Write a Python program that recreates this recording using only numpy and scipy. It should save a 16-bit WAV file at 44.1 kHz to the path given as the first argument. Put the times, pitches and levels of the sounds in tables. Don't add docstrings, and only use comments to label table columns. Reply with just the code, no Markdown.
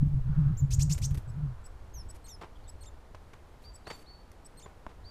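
import sys
import numpy as np
from scipy import signal
from scipy.fft import rfft, irfft
from scipy.io import wavfile
from scipy.ndimage import uniform_filter1d, map_coordinates

SR = 44100
rng = np.random.default_rng(int(sys.argv[2]) if len(sys.argv) > 2 else 0)


def wav_out(sig):
    wavfile.write(sys.argv[1], SR, np.round(np.clip(np.atleast_2d(sig).T, -1, 1) * 32767).astype(np.int16))


N = 224998
TIME = np.arange(N) / SR

# share of note, f/Hz, level/dB
CHIP_UPPER = [(0, 2000, -32), (.15, 2889, -20), (.35, 4290, -11), (.5, 5670, -2.5), (.65, 6600, 2),
              (.8, 7720, -1.5), (.92, 8560, -5.5), (1, 8700, -8)]
CHIP_LOWER = [(0, 1700, -26), (0.149, 2400, -16.5), (.4, 2900, -16), (.53, 3596, -14.5), (0.651, 4907, -4),
              (.78, 6430, 1), (.88, 7170, 1), (1, 7100, -11)]
ARCH = [(0, 4900, -20), (.15, 6500, -5), (0.299, 7400, 0), (.45, 7380, 2.5), (.7, 6950, 0.5),
        (.88, 6240, -11), (1, 6705, -16)]
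# t/s, length/s, pitch ratio, level/dB
CHIPS = [(.704, 0.05, 0.97, -39.5), (.791, 0.047, 0.98, -37.5), (.894, .048, 1.0, -37.5),
         (1.015, .05, 0.95, -40)]
ARCHES = [(.567, 0.049, 1.0, -49)]


def near_chips():
    chips = two_voiced(CHIPS, CHIP_UPPER, CHIP_LOWER, jitter=0.0278,
                       sum_db=0, coupling=0.098, octave_db=-22, rasp_db=-9)
    return chips + one_voiced(ARCHES, ARCH, jitter=0.0087, overtone_db=-1, harmonics=2)


# share of note, f/Hz, level/dB
TSIT_UPPER = [(0, 7950, -10), (.2, 7900, -9), (.55, 8054, -3.5), (.75, 8080, -3.5), (1, 8090, -15)]
TSIT_LOWER = [(0, 4220, -55), (.4, 4570, -20), (.55, 5070, -15.5), (.72, 5450, -9.5), (1, 5480, -15)]
SLUR = [(0, 6590, -5), (.1, 6600, -1), (.35, 6020, -1.5), (.6, 5610, 0), (.9, 5280, -1.5), (1, 5270, -4)]
WARBLE = [(0, 4310, -5), (.25, 4515, -1.5), (.7, 3880, -2), (1, 3590, -4.5)]
# t/s, length/s, pitch ratio, level/dB
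TSITS = [(1.276, 0.035, 0.975, -59.5), (1.641, 0.033, 0.983, -51.5), (2.087, 0.03, 0.99, -48),
         (2.678, 0.028, 0.98, -48.5), (3.738, 0.031, .98, -50.5), (4.447, 0.026, 1, -49.5)]
SLURS = [(1.937, 0.087, 0.99, -52), (2.277, 0.081, 0.98, -52.5)]
WARBLES = [(2.24, 0.083, 0.96, -54), (2.806, 0.088, 0.97, -55), (3.872, .089, 0.965, -58.5),
           (4.569, 0.089, 0.96, -55)]


def near_thin_calls():
    tsits = two_voiced(TSITS, TSIT_UPPER, TSIT_LOWER, jitter=0.0044,
                       sum_db=7, coupling=0.87, octave_db=-3, rasp_db=-19.5)
    slurs = one_voiced(SLURS, SLUR, jitter=0.0037, overtone_db=-2, harmonics=2)
    warbles = one_voiced(WARBLES, swooping(WARBLE), jitter=0.011, overtone_db=-4, harmonics=5)
    return tsits + slurs + warbles


# share of note, f/Hz, level/dB
WHISTLE = [(0, 3500, -20), (.09, 4130, -11), (.17, 4480, -5), (.3, 4630, -3), (.5, 4675, -3),
           (.82, 4635, -3.5), (1, 4560, -7)]
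# t/s, length/s, pitch ratio, level/dB
WHISTLES = [(3.634, 0.08, 1.001, -54), (3.85, .11, 0.982, -52), (4.055, .11, .959, -55.5),
            (5.038, 0.1, 0.998, -53.5)]
TWITTERS = [(2.55, 0.028, 0.74, -68.5), (2.588, 0.021, 0.63, -70), (2.635, 0.027, 0.92, -68),
            (2.66, 0.03, 0.83, -66.5)]


def far_calls():
    return one_voiced(WHISTLES, WHISTLE, jitter=0.0071) + one_voiced(TWITTERS, WHISTLE, jitter=0.049)


# f/Hz, gain/dB
THROAT = [(2000, -15.5), (4200, -11.5), (5300, -2.5), (8500, -3), (10500, -13), (13000, -12),
          (15000, -24.5)]


def one_voiced(calls, shape, jitter, overtone_db=0, harmonics=1):
    out = np.zeros(N)
    k = np.arange(1, harmonics + 1)[:, None]
    for s, length, ratio, db in calls:
        hz, phase, strength = syrinx(shape, length, ratio, jitter)
        gains = response(THROAT, k * hz) * undb(overtone_db * (k - 1)) * (k * hz < SR / 2)
        tone = np.sum(gains * np.sin(k * phase), axis=0) / np.linalg.norm(gains, axis=0)
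        add(out, s, undb(db) * strength * tone)
    return out


def two_voiced(calls, upper, lower, jitter, sum_db, coupling, octave_db, rasp_db):
    out, rasp = np.zeros(N), noise(THROAT)
    for s, length, ratio, db in calls:
        _, high_phase, high_strength = syrinx(upper, length, ratio, jitter)
        _, low_phase, low_strength = syrinx(lower, length, ratio, jitter)
        n = len(low_phase)
        both = np.abs(high_strength * low_strength / 2) ** coupling
        sum_phase = high_phase + low_phase
        sum_hz = np.gradient(sum_phase) * SR / (2 * np.pi)
        note = high_strength * np.sin(high_phase)
        note += low_strength * (np.sin(low_phase) + undb(octave_db) * np.sin(2 * low_phase))
        note += both * undb(sum_db) * response(THROAT, sum_hz) * np.sin(sum_phase)
        note += signal.windows.tukey(n, .2) * undb(rasp_db) * np.roll(rasp, rng.integers(N))[:n]
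        add(out, s, undb(db) * note)
    return out


def syrinx(shape, length, ratio, jitter):
    n = int(length * SR)
    hz, db = curves(shape, np.linspace(0, 1, n))
    hz = hz * ratio * (1 + jitter * (walk(1190, size=n) + 0.6 * walk(60.5, size=n)))
    phase = 2 * np.pi * np.cumsum(hz) / SR
    strength = undb(db) * (1 + 9 * jitter * walk(700, size=n))
    return hz, phase, np.sqrt(2) * strength * signal.windows.tukey(n, .1)


def swooping(shape, centre=.48, half_width=.23, drop_octaves=.92, drop_db=5.5):
    share = np.linspace(0, 1, 64)
    hz, db = curves(shape, share)
    dip = np.cos(np.pi / 2 * np.clip((share - centre) / half_width, -1, 1)) ** 2
    return np.column_stack([share, hz * 2 ** (-drop_octaves * dip), db - drop_db * dip])


# t/s, length/s, level/dB, tilt/(dB per octave)
STEPS = [(2.411, 0.016, -48, 1.5), (2.43, 0.017, -48, 0), (3.146, 0.0066, -54, 2), (3.331, 0.011, -54, 2),
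         (3.867, 0.013, -45, 1.5), (3.898, 0.018, -43, 2), (4.659, 0.0074, -47.5, -0.5),
         (4.8657, 0.0051, -40.5, -2.5), (4.884, 0.036, -63, 2)]
# t/s, length/s, level/dB
RUSTLES = [(0.908, 0.01, -52), (0.942, 0.012, -53.5), (0.976, 0.013, -48), (1.107, .01, -54.5),
           (1.141, 0.014, -51), (1.172, 0.011, -50), (2.14, .028, -61.5), (3.615, 0.048, -67),
           (3.899, 0.13, -64), (4.316, 0.0033, -59.5)]
# f/Hz, level/dB
STEP_COLOUR = [(100, 9), (250, -1.5), (390, 5), (600, 3.5), (1000, 4), (1450, -4), (2200, -7),
               (3200, -13.5), (5000, -21), (8000, -27.5), (15000, -45)]
RUSTLE_COLOUR = [(300, 13), (800, 1.5), (2000, 3.5), (4000, -2.5), (7000, -2), (10000, -2.5), (13000, -3.5),
                 (15000, -20)]


def scuffs():
    out = np.zeros(N)
    for s, length, db, tilt_db in STEPS:
        step = scuff(length, STEP_COLOUR, tilt_db, grain_db=2, decay_s=0.0011, tail_db=-6.5)
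        add(out, s, undb(db) * step)
    for s, length, db in RUSTLES:
        rustle = scuff(length, RUSTLE_COLOUR, tilt_db=0, grain_db=3.5, decay_s=0.0022, tail_db=-11)
        add(out, s, undb(db) * rustle)
    return out


def scuff(length, spectrum, tilt_db, grain_db, decay_s, tail_db):
    t = np.arange(SR // 4) / SR
    grains = rng.standard_normal(len(t)) * undb(grain_db * walk(1500, size=len(t)))
    grit = steady(colour(grains, spectrum, tilt_db), span_s=.006)
    pressure = np.minimum(t / (length / 4), 1)
    after = np.maximum(t - length, 0)
    return grit * pressure * (np.exp(-after / decay_s) + undb(tail_db) * np.exp(-after / 0.034))


# t/s, peak level/dB
KNOCKS = [(3.1475, -35), (4.6605, -41), (4.8659, -29)]
# f/Hz, relative level/dB, t60/s
KNOCK_MODES = [(164, -10, .09), (390, -20, .018), (680, -10, .012), (1010, 11.5, 0.011), (1430, 5, .009),
               (2100, -12, 0.008), (3080, -22, 0.0073)]


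def heel_knocks():
    out, t = np.zeros(N), np.arange(SR // 4) / SR
    ring = sum(undb(db) * np.sin(2 * np.pi * hz * t) * undb(-60 * t / t60)
               for hz, db, t60 in KNOCK_MODES)
    for s, db in KNOCKS:
        add(out, s, undb(db) * ring / np.abs(ring).max())
    return out


# t/s, length/s, level/dB
GUSTS = [(0.0, 0.074, -25.5), (.105, .09, -29.5), (.245, 0.082, -30.5), (.355, .16, -25.5),
         (.6, 0.0498, -26.5), (.68, 0.0894, -34), (.785, .13, -29), (.99, .175, -32),
         (1.255, 0.1026, -38.5), (1.36, .13, -33)]
# f/Hz, level/dB
EDDY_COLOUR = [(15, -13), (30, 5), (70, 1), (110, -2), (170, -7), (220, -17), (320, -28.5), (500, -57.5),
               (900, -97.5)]


def gusts(strongest_hz=149.6, octaves_per_db=0.02):
    flow = air_flow(GUSTS)
    eddies = steady(noise(EDDY_COLOUR), span_s=0.029) * undb(-5.8)
    force = flow / flow.max()
    force_db = 20 * np.log10(force + 1e-3)
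    ring_hz = strongest_hz * 2 ** (octaves_per_db * force_db) * (1 + 0.0748 * walk(50))
    phase = 2 * np.pi * np.cumsum(ring_hz) / SR
    ring = np.sqrt(2) * (np.sin(phase) + force * undb(-31) * np.sin(2 * phase))
    ring *= undb(2.6 * walk(45.03))
    return flow * (eddies + ring)


# t/s, f/Hz, peak level/dB
BUFFETS = [(0.031, 130, -13.5), (.622, 79.5, -21.5), (.735, 60, -23.5), (0.789, 78, -14.5), (.85, 62, -33),
           (0.964, 66, -22.5), (1.032, 74, -19), (1.117, 86.4, -18), (1.178, 72, -25.5), (1.985, 76, -35)]


def buffets():
    out = np.zeros(N)
    for s, hz, db in BUFFETS:
        offset_squared = (np.pi * hz * (TIME - s)) ** 2
        out += undb(db) * (1 - 2 * offset_squared) * np.exp(-offset_squared)
    return out


# t/s, length/s, level/dB
SWELLS = [(1.93, .2, -44), (2.55, .42, -48), (3.08, .12, -51.5), (3.66, 0.073, -48.5), (4.95, 0.14, -49)]
# f/Hz, level/dB
DRAUGHT_COLOUR = [(15, 3.5), (35, 1.5), (65, 0.5), (100, -4.5), (150, -30.5), (300, -69)]


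def draught(start_db=-29.5, fall_db_per_s=9.5, calm_db=-53.5):
    fading = undb(start_db - fall_db_per_s * TIME)
    flow = np.sqrt(fading ** 2 + undb(calm_db) ** 2 + air_flow(SWELLS) ** 2)
    return flow * steady(noise(DRAUGHT_COLOUR), span_s=0.097)


def air_flow(puffs, attack_s=0.0248, release_s=.027):
    out = np.zeros(N)
    for s, length, db in puffs:
        attack = np.clip((TIME - s) / attack_s, 0, 1)
        release = np.exp(-np.maximum(TIME - s - length, 0) / release_s)
        out += undb(db) * attack * release
    return out


# t/s, level/dB
BREEZE = [(0, -75), (.5, -60), (.8, -73.5), (1.3, -66), (1.9, -70.5), (2.5, -87), (5.1, -81)]
# f/Hz, level/dB
BREEZE_COLOUR = [(500, -16.5), (1000, 3), (1500, 2), (2000, -11.5), (4000, -21), (12000, -44.5)]
HUSH_COLOUR = [(71, -30.5), (120, -4), (180, -8), (216, -9), (380, -10.5), (474, -9.5), (569, -12.5),
               (604, -10.5), (655, -12), (887, -12.5), (2690, -27.5), (4370, -31), (5250, -33),
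               (11100, -39), (15000, -45.5)]


def forest(hush_db=-58.5):
    hush = noise(HUSH_COLOUR) * undb(hush_db + 0.2 * walk(6.4))
    breeze = noise(BREEZE_COLOUR) * undb(curves(BREEZE, TIME)[0] + 2.2 * walk(6))
    return hush + breeze


def rock_echo(x, delay_s, echo_db):
    return x + undb(echo_db) * np.interp(TIME - delay_s, TIME, x, left=0)


def tree_echoes(x, wet_db, t60_s):
    t = np.arange(SR) / SR
    echoes = rng.standard_normal(SR) * undb(1.5 * walk(300, size=SR))
    echoes *= undb(-60 * t / t60_s) * (t > .004)
    return x + undb(wet_db) * signal.fftconvolve(x, echoes / np.linalg.norm(echoes))[:N]


def undb(db):
    return 10 ** (np.asarray(db) / 20)


def curves(rows, at):
    first, *columns = np.transpose(rows)
    return [np.interp(at, first, c) for c in columns]


def response(spectrum, hz):
    f, db = np.transpose(spectrum)
    return undb(np.interp(np.log(hz + 1e-3), np.log(f), db))


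def colour(x, spectrum, tilt_db=0):
    hz = np.maximum(np.arange(len(x) // 2 + 1) * SR / len(x), 1)
    octaves = np.log2(hz / 1000)
    return irfft(rfft(x) * response(spectrum, hz) * undb(tilt_db * octaves), len(x))


def noise(spectrum):
    x = colour(rng.standard_normal(N), spectrum)
    return x / np.sqrt(np.mean(x ** 2) + 1e-20)


def walk(rate, size=N):
    at = np.arange(size) * rate / SR
    return map_coordinates(rng.standard_normal(8192), [at], order=2, mode="wrap")


def steady(x, span_s):
    return x / np.sqrt(uniform_filter1d(x ** 2, max(int(span_s * SR), 2)) + 1e-9)


def add(out, s, x):
    start = int(np.clip(s * SR, 0, N))
    out[start:start + len(x)] += x[:N - start]


def scene():
    chips = rock_echo(near_chips(), delay_s=.009, echo_db=-13.5)
    thin, far = near_thin_calls(), far_calls()
    birds = tree_echoes(chips, wet_db=-14.5, t60_s=0.24)
    birds += tree_echoes(thin, wet_db=-16.5, t60_s=0.21)
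    birds += tree_echoes(far, wet_db=-9.5, t60_s=0.6)
    climber = scuffs() + heel_knocks()
    wind = gusts() + buffets() + draught()
    return (birds + climber + wind + forest())[None]


def record(dry):
    return signal.sosfilt(signal.ellip(10, .2, 80, 15400, fs=SR, output="sos"), dry)


dry = scene()
out = record(dry)
wav_out(out)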